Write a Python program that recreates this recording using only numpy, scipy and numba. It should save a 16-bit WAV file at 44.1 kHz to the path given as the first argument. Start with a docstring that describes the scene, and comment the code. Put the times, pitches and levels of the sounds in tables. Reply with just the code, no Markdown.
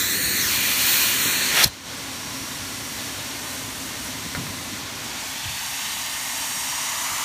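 """First comes a loud, swooshing hiss: a duct-cleaning vacuum hose sucks air through a gap at a floor
vent, close to a phone. The gap narrows, roars, squeals and slaps shut. A steadier rush of air and the
blower's drone go on in the room, an airy whistle swells, and a few knocks sound on the wooden floor.
Then the phone is carried to an open vent, whose hiss mixes with a sliding reflection off the wood.
The air sounds are shaped noise; a resonance is a pitch at which a hollow space likes to ring."""
import sys
import numpy as np
from scipy import signal
from scipy.fft import rfft, irfft
from scipy.io import wavfile
from scipy.ndimage import uniform_filter1d, minimum_filter1d, map_coordinates
from numba import njit

SR = 44100
rng = np.random.default_rng(int(sys.argv[2]) if len(sys.argv) > 2 else 0)


def persist_wave(psi):
    """Save psi, clipped to +-1, as 16-bit WAV."""
    counts = np.round(np.clip(psi, -1, 1) * 32767).astype(np.int16)
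    wavfile.write(sys.argv[1], SR, np.atleast_2d(counts).T)


N = 319284
T = np.arange(N) / SR
HZ = np.maximum(np.arange(N // 2 + 1) * SR / N, 1)
SWING_S, SWING_LENGTH_S = 0.38, 0.26  # the hose swings away from the phone
SEAL_S, SEAL_FADE_S = 1.655, 0.013  # the gap seals
WALK_S = 4.82  # the walk to the open vent begins


# The hollow behind the gap. Each row: pitch in Hz, width in Hz, relative level in dB,
# fraction by which the pitch starts too low.
CAVITY_RINGS = [(288, 226, -15, 0), (1818, 355, -7.5, 0), (4260, 260, -8.5, 0.057),
                (5770, 350, -16.5, 0.026), (6830, 330, -15, .02)]
def cavity():
    """Air rings the hollow behind the gap, which comes up to pitch as the hose is pushed home."""
    loose = 1 - ease(0.06, 0.14)
    return sum(undb(db) * gliding(hz, width, 1 - flat * loose) for hz, width, db, flat in CAVITY_RINGS)


# The whoosh as the hose goes by. Each row: time in seconds, pitch in Hz, relative level in dB.
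WHOOSH_PATH = [(0, 6500, 0), (0.09, 7450, -2), (0.18, 9300, 0), (0.28, 9000, 3), (0.35, 7400, -4),
               (0.41, 6170, 2), (0.48, 5500, -2), (0.56, 4200, -12), (0.7, 3000, -45)]
def whoosh():
    """A band of hiss rises and falls in pitch as the hose mouth passes the phone."""
    hz, db = curves(WHOOSH_PATH)
    return undb(db) * jet(hz, q=4.5)


# The reflection nearest the hose. Each row: time in seconds, delay in milliseconds.
HOSE_ECHO_DELAYS = [(0, .54), (.1, .5), (.18, .45), (.3, .45), (.41, .48), (.5, .75), (.67, 1.55),
                    (.86, 1.3), (1.0, .72), (1.3, .48)]
def hose_echoes(air):
    """Two surfaces reflect the hiss, strongly until the hose swings away; sliding delays swoosh."""
    lag_ms, = curves(HOSE_ECHO_DELAYS)
    lag_ms *= 1 + 0.025 * wander(40)  # the hose trembles
    strength = 0.1 + 0.44 * (1 - ease(SWING_S, SWING_LENGTH_S))
    first = bounced(air, lag_ms, dull_hz=8000)
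    second = bounced(air, 1.56 * lag_ms, dull_hz=6000)
    return strength * (first + 0.32 * second)


# The tone of air churning in the gap. Each row: frequency in Hz, relative level in dB.
CHURN_COLOUR = [(120, -29), (200, -17), (331, -21), (740, -16), (1020, -6), (1400, -5.5), (2390, -4.5),
                (3230, -4), (4230, 1), (4920, -6), (6650, -1.5), (7700, -5), (9000, -3.5), (11000, -14.5),
                (14300, -41), (22000, -120)]
# Moments when the slit points at the phone. Each row: time in seconds, half length in seconds,
# change of the slit's hiss in dB, change of the whole suction sound in dB.
SLIT_FACINGS = [(0.59, 0.13, 5.5, 0.8), (1.32, 0.13, -3, 2)]
def suction():
    """Air tears through the gap at the hose mouth, surges once, and thins as the gap narrows and seals."""
    passing, surge, narrowing = bell(0.2, 0.35), bell(0.94, 0.16), ease(1.18, 0.39)
    churn_db = 3 + 3 * surge - 4 * passing - 5.5 * narrowing ** 2
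    hiss_db = -3 - 18 * passing - 5.5 * narrowing ** 2
    hiss_db += sum(db * bell(s, width) for s, width, db, _ in SLIT_FACINGS)
    spray_db = -5 + 2.5 * surge - 5.5 * narrowing
    level_db = -23 + 3 * surge + sum(db * bell(s, width) for s, width, _, db in SLIT_FACINGS)
    air = cavity() + undb(churn_db) * noise(colour(CHURN_COLOUR))
    slit = jet(np.full(N, 2800.0), q=1.9) + undb(-3.5) * noise(resonance(hz=2400, width=130))
    air += undb(hiss_db) * slit + whoosh()
    air = near_walls(air + hose_echoes(air), strength=0.055, drift_ms=0.22)
    air = levelled(air, window=SR // 10)  # the gap's shape sets the tone, the flow sets the level
    spray = noise(colour([(7000, -24), (10500, -5), (12500, -2), (15000, 0), (16500, -23)]))
    air += undb(spray_db) * spray
    return air * undb(level_db + 0.5 * wander(29.86)) * release(SEAL_S, SEAL_FADE_S)


# The tone of the rush in the room. 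Each row: frequency in Hz, relative level in dB.
ROOM_COLOUR = [(150, -23), (260, -3.5), (330, -10), (639, -11), (732, -11), (1050, -8.5), (1200, -11),
               (1600, -10), (2120, -9), (2480, -10.5), (4400, -10.5), (5000, -11.5), (5700, -10.5),
               (7500, -17), (15000, -27.5)]
def room_air():
    """Moving air fills the room with a steady rush; a faint whistle in it swells after the seal."""
    whistle_db = -27 + 15.5 * bell(2.4, 0.54)
    return noise(colour(ROOM_COLOUR)) + undb(whistle_db) * noise(resonance(hz=5640, width=135))


# The treble dips as the phone turns. Each row: time in seconds, half length in seconds, change in dB.
TREBLE_DIPS = [(1.8, 0.4, -4), (3.1, 0.5, -0.5), (5.05, 0.52, -3)]
def rush():
    """The room's rush gives way to the open vent, growing louder and brighter as the phone nears it."""
    near, share = nearness(), vent_share()
    air = np.sqrt(share) * open_vent() + np.sqrt(1 - share) * room_air()
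    air = near_walls(air, strength=0.085, drift_ms=0.14)
    treble = irfft(rfft(air) / (1 + (7500 / HZ) ** 8), N)
    body = unit(air - treble)
    treble_db = -37.5 + 8 * near + swells(TREBLE_DIPS) + 0.56 * wander(12)
    air = undb(-33.5 + 6.5 * near) * body + undb(treble_db) * levelled(treble, window=SR // 4)
    shield_db = -3.5 * (1 - ease(SWING_S, SWING_LENGTH_S))  # at first the hose mouth shields the phone
    return air * undb(shield_db + 0.33 * wander(10))


# The tone of the ducts' rumble. Each row: frequency in Hz, relative level in dB.
DUCT_COLOUR = [(24, -44), (40, -15), (60, 3), (76, -0.5), (97, 1.5), (135, 2), (183, -0.5), (260, 0),
               (340, -22), (570, -120)]
# Swells of the rumble. Each row: time in seconds, half length in seconds, rise in dB.
RUMBLE_SWELLS = [(0.3, 0.51, 4.5), (2.4, 0.2, 3.5), (4.2, 0.44, 3)]
def duct_rumble():
    """The blower rumbles through the ducts, a little less after the seal and on the walk away."""
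    level_db = -45.5 + 2 * release(SEAL_S, SEAL_FADE_S) - 5 * nearness() + swells(RUMBLE_SWELLS)
    return noise(colour(DUCT_COLOUR)) * undb(level_db + 0.12 * wander(4.1))


# The blower's hum. Each row: pitch in Hz, base level in dB, waver in Hz, change at the open vent in dB.
BLOWER_TONES = [(269.5, -49.6, 2.2, -6), (1019, -54.6, 3.2, -12)]
# Duct resonances that the blower drives. Each row: pitch in Hz, width in Hz, base level in dB.
DUCT_RINGS = [(62.4, 6.9, -64), (95.5, 12, -54), (112, 8.9, -52.5), (224, 20, -55.5), (266, 16, -60)]
def blower():
    """The blower hums and rings the ducts, harder once the gap seals; it fades on the walk away."""
    away = vent_share()
    tones = 0
    for hz, db, waver_hz, away_db in BLOWER_TONES:
        phase = 2 * np.pi * np.cumsum(hz + waver_hz * wander(29.76)) / SR
        tones += np.sqrt(2) * np.sin(phase) * undb(db + away_db * away + 2 * wander(7))
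    tones *= undb(2.5 * bell(4.15, 0.55))  # they stand out while the phone points at the floor
    drone = ringing(DUCT_RINGS) * undb(2 - 27 * away) + tones
    return drone * undb(-3.5 * release(SEAL_S, SEAL_FADE_S))


# Hard plastic hitting boards. Each row: pitch in Hz, relative level in dB, fade time in seconds.
CLACK_RINGS = [(600, -5, 0.0046), (1430, -9, 0.019), (1610, -3, .005), (1820, -2, .006), (2080, -5, .005),
               (4070, -2, .002)]
# Blows on the floor. Each row: start in seconds, thud level in dB, thud pitch in Hz,
# thud fade time in seconds, clack level in dB.
FLOOR_KNOCKS = [(1.255, -28, 230, 0.025, -60), (1.654, -18.5, 83, 0.02, -36), (4.246, -35, 150, 0.022, -60),
                (4.35, -34, 108, 0.068, -22.5), (4.369, -28.5, 166, 0.063, -58),
                (4.432, -32, 133, 0.06, -58), (4.468, -42, 170, 0.04, -31), (4.715, -35.5, 221, 0.032, -60),
                (5.454, -31, 96, 0.044, -64), (7.11, -40, 48, 0.032, -68)]
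def knocks():
    """Each blow gives a short clack and a low thud from the floor and the duct under it."""
    t = T[:SR // 10]
    clack = sum(undb(db) * np.sin(2 * np.pi * hz * t) * np.exp(-t / fade) for hz, db, fade in CLACK_RINGS)
    out, tails = np.zeros(N), np.zeros(N)
    for s, thud_db, hz, fade_s, clack_db in FLOOR_KNOCKS:
        attack = 1 - release(s, 0.00074)
        out += undb(thud_db) * wavering(hz, 0.4 * hz) * attack * release(s, fade_s)
        start = int(s * SR)
        out[start:start + len(t)] += undb(clack_db) * clack[:N - start]
        tails += undb(clack_db - 9.5) * (T > s) * release(s, 0.033)  # boards and room prolong the clack
    return out + tails * noise(resonance(hz=1000, width=1500))


# Resonances of the closing gap. Each row: pitch in Hz, width in Hz, relative level in dB.
ROAR_RINGS = [(687, 950, -6.5), (3370, 450, -7), (5600, 460, -8), (11600, 8000, -2)]
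def closing_roar():
    """The closing gap roars louder and shoots up in pitch; a last leak hisses until the rim settles."""
    shut_s, roar_hz, shut_hz, leak_db = 1.647, 2160, 4630, -24.5
    early_s = np.maximum(shut_s - T, 0)
    hz = roar_hz + (shut_hz - roar_hz) * np.exp(-early_s / 0.0095)
    level_db = np.where(T < shut_s, -16 - 55 * early_s, leak_db)
    flow = ease(1.492, 0.07) * release(shut_s + 0.032, 0.0059)
    flutter_db = 0.6 * wander(250)
    return unit(jet(hz, q=0.59) + ringing(ROAR_RINGS)) * undb(level_db + flutter_db) * flow


# The squeal of the last slit. Each row: pitch in Hz, width in Hz, relative level in dB.
SQUEAL_TONES = [(4140, 290, -2), (5100, 260, -5.5), (5500, 220, -8)]
def squeal():
    """The last slit squeals and spits for an instant; the hollow behind it whistles on briefly."""
    snap_s = 1.643
    spit = undb(-10.5) * noise(resonance(hz=9000, width=8000))
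    tones = undb(-6.5) * unit(sum(undb(db) * wavering(hz, width) for hz, width, db in SQUEAL_TONES))
    after_ring = undb(-30) * wavering(hz=4100, width=140) * (T > snap_s) * release(snap_s, 0.05)
    return bell(snap_s, 0.0042) * (spit + tones) + after_ring


# The hollow box under the open vent. Each row: pitch in Hz, width in Hz, relative level in dB,
# fraction by which the pitch rises, loudest moment in seconds.
BOX_RINGS = [(1040, 280, -8.5, .1, 7.15), (1990, 330, -14.5, .08, 7.2), (5720, 380, -10.5, .09, 6.78),
             (6740, 300, -13.5, .04, 6.85), (8480, 760, -15, .04, 6.65)]
def vent_box():
    """Air rings the box under the vent; each ring swells and rises as the phone comes over it."""
    over = ease(6.65, 0.45)
    return sum(undb(db) * (0.35 + bell(s, 0.35)) * gliding(hz, width, 1 + rise * over)
               for hz, width, db, rise, s in BOX_RINGS)


# The tone of the open vent's hiss. 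Each row: frequency in Hz, relative level in dB.
OPEN_VENT_COLOUR = [(180, -43), (300, -26), (390, -19), (482, -25), (568, -9), (669, -4.5), (900, -3.5),
                    (1400, -2.5), (1940, 0.5), (3000, -1), (4500, -3), (5100, -1.5), (5600, -1.5),
                    (6730, -2), (7500, -5.5), (15000, -14)]
# Resonances of the pipe behind it. Each row: pitch in Hz, width in Hz, relative level in dB.
PIPE_RINGS = [(900, 98, -17), (3070, 140, -21), (4560, 110, -17)]
# Its edge hisses as the phone goes by. Each row: time in seconds, half length in seconds,
# relative level in dB.
EDGE_HISSES = [(5.2, 0.2, -10), (5.48, 0.12, -4), (5.9, 0.28, -4.5)]
# Its reflection off the wood. Each row: time in seconds, delay in milliseconds.
WOOD_ECHO_DELAYS = [(4.7, 1.42), (5.3, 1.21), (5.7, 1.08), (6.1, 1.03), (6.6, 1.06), (6.95, 1.04),
                    (7.24, 0.97)]
def open_vent():
    """Air hisses through the open vent, heard directly and off the wood beside it."""
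    vent = vent_box() + noise(colour(OPEN_VENT_COLOUR)) + ringing(PIPE_RINGS)
    edge_gain = sum(undb(db) * bell(s, width) for s, width, db in EDGE_HISSES)
    vent += edge_gain * noise(resonance(hz=3240, width=1650))
    lag_ms, = curves(WOOD_ECHO_DELAYS)
    return unit(vent + 0.24 * bounced(vent, lag_ms, dull_hz=8000))


def nearness():
    """Progress of the walk to the open vent, from 0 towards 1, slowing on arrival."""
    return 1 - release(WALK_S, 1.47)


def vent_share():
    """How much of the rush comes from the open vent."""
    return 0.94 * ease(WALK_S, 0.65)


def undb(db):
    """Turn decibels into a gain to multiply by."""
    return 10 ** (np.asarray(db) / 20)


def unit(x):
    """Scale a sound to an average (rms) level of 1."""
    return x / np.sqrt(np.mean(x ** 2))


def levelled(x, window):
    """Hold the level near 1, averaging over a window of samples."""
    return x / np.sqrt(uniform_filter1d(x ** 2, window))


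def bell(s, width_s):
    """A smooth rise to 1 at time s and a fall again."""
    return np.exp(-((T - s) / width_s) ** 2)


def ease(s, length_s):
    """A smooth step from 0 to 1 that starts at time s."""
    return np.sin(np.pi / 2 * np.clip((T - s) / length_s, 0, 1)) ** 2


def release(s, fade_s):
    """Stay at 1 until time s, then die away."""
    return np.exp(-np.maximum(T - s, 0) / fade_s)


def swells(table):
    """Add up smooth rises and dips, in dB."""
    return sum(db * bell(s, width) for s, width, db in table)


def curves(table):
    """Join each column's values with straight lines in time."""
    s, *columns = np.transpose(table)
    return [np.interp(T, s, column) for column in columns]


def wander(rate):
    """A smooth random wobble, about 1 in size, with rate new values a second."""
    hold = max(int(SR / rate), 1)
    held = np.repeat(rng.standard_normal(N // hold + 1), hold)
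    return unit(uniform_filter1d(uniform_filter1d(held, hold), hold)[:N])


def noise(gain):
    """Noise of level 1, shaped by a gain for each frequency."""
    return unit(irfft(rfft(rng.standard_normal(N)) * gain, N))


def colour(points):
    """A gain for each frequency, drawn through (Hz, dB) points."""
    hz, db = np.transpose(points)
    return undb(np.interp(np.log(HZ), np.log(hz), db))


def resonance(hz, width):
    """A gain that peaks at one pitch and falls steeply on both sides."""
    return 1 / (1 + ((HZ ** 2 - hz ** 2) / (HZ * width * np.pi / 2)) ** 2)


def ringing(rings):
    """Churning air rings at several fixed pitches."""
    return sum(undb(db) * noise(resonance(hz, width)) for hz, width, db in rings)


@njit
def sweep(x, hz, q):
    """Let through a band around a moving pitch; a higher q makes it narrower."""
    out, band_state, low_state = np.empty(len(x)), 0., 0.
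    for i in range(len(x)):
        step = np.tan(np.pi * hz[i] / SR)
        band = (band_state + step * (x[i] - low_state)) / (1 + step * (step + 1 / q))
        band_state = 2 * band - band_state
        low_state += 2 * step * band
        out[i] = band / np.sqrt(step)
    return out


def jet(hz, q):
    """The hiss of a slit, centred on a pitch that can move."""
    return unit(sweep(sweep(rng.standard_normal(N), hz, q), hz, q))


def gliding(hz, width, stretch):
    """Churning air rings at a pitch that is stretched over time."""
    return jet(hz * stretch, q=0.64 * hz / width)


def wavering(hz, width):
    """A tone of level 1 whose pitch wanders by about the given width."""
    return np.sqrt(2) * np.cos(np.angle(signal.hilbert(noise(resonance(hz, width)))))


def delayed(x, lag_ms):
    """The sound arrives later, over a path whose length may change."""
    return map_coordinates(x, [np.arange(N) - lag_ms * SR / 1000], order=2, mode="mirror")


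def bounced(x, lag_ms, dull_hz):
    """A reflection off a rough surface, which scatters the treble."""
    return delayed(irfft(rfft(x) / (1 + (HZ / dull_hz) ** 2), N), lag_ms)


def near_walls(x, strength, drift_ms):
    """Reflections off floor, wall and legs slide as the phone moves and sound slightly hollow."""
    lags_ms = rng.uniform(1.487, 8.2, size=5)
    return unit(x + strength * sum(delayed(x, lag + drift_ms * wander(1.22)) for lag in lags_ms))


def scene():
    """All the sounds meet at one microphone, the same in both channels."""
    mix = suction() + closing_roar() + squeal() + rush() + duct_rumble() + blower() + knocks()
    return np.tile(mix, (2, 1))


# Fixed dips of the microphone's opening. Each row: frequency in Hz, width in Hz, change in dB.
MIC_DIPS = [(5030, 280, -3), (10490, 460, -4)]
def mic_opening(x):
    """The small opening in front of the microphone weakens two bands of treble."""
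    dips_db = sum(db * np.exp(-((HZ - hz) / width) ** 2) for hz, width, db in MIC_DIPS)
    return irfft(rfft(x) * undb(dips_db), N)


# Brief dips in the treble. Each row: middle in seconds, half length in seconds, frequency in Hz,
# width in Hz, slide in Hz per second.
SLIDING_DIPS = [(0.21, 0.04, 4920, 380, 900), (0.35, 0.05, 5170, 200, 2200), (0.235, 0.08, 10480, 750, 400),
                (1.305, 0.09, 4950, 500, 1700)]
def sliding_dips(x):
    """Sound from straight ahead cancels in the microphone's opening; dips slide up as the hose swings."""
    for s, half_s, centre_hz, width, slide in SLIDING_DIPS:
        hz = centre_hz + slide * np.clip(T - s, -half_s, half_s)
        q = centre_hz / width
        for _ in range(3):  # each pass deepens the dip
            band = sweep(x, hz, q) * np.sqrt(np.tan(np.pi * hz / SR)) / q
            x = x - bell(s, half_s) * band
    return x


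def gain_control(x, threshold_db, hold_s, slew_s):
    """A loud peak turns the volume down by up to 7 dB; it is held there, then let go."""
    level_db = 10 * np.log10(uniform_filter1d(x[0] ** 2, SR // 100) + 1e-12)
    cut_db = np.clip(threshold_db - level_db, -7, 0)
    half = int(hold_s * SR / 2)
    held_db = minimum_filter1d(cut_db, 2 * half + 1, origin=half)
    pole = np.exp(-1 / (slew_s * SR))
    return x * undb(signal.lfilter([1 - pole], [1, -pole], held_db))


def record(dry):
    """The phone adds its dips, tames loud peaks, and cuts the deepest bass and the highest treble."""
    bass_hz, top_hz = 38, 15270
    sound = np.array([sliding_dips(channel) for channel in mic_opening(dry)])
    sound = signal.sosfilt(signal.butter(2, bass_hz, "high", fs=SR, output="sos"), sound)
    sound = gain_control(sound, threshold_db=-14.5, hold_s=0.18, slew_s=0.04)
    sound = sound / (1 + (sound / 0.75) ** 4) ** 0.25  # round off the peaks
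    return signal.sosfilt(signal.ellip(14, 0.1, 90, top_hz, fs=SR, output="sos"), sound)


dry = scene()
out = record(dry)
persist_wave(out)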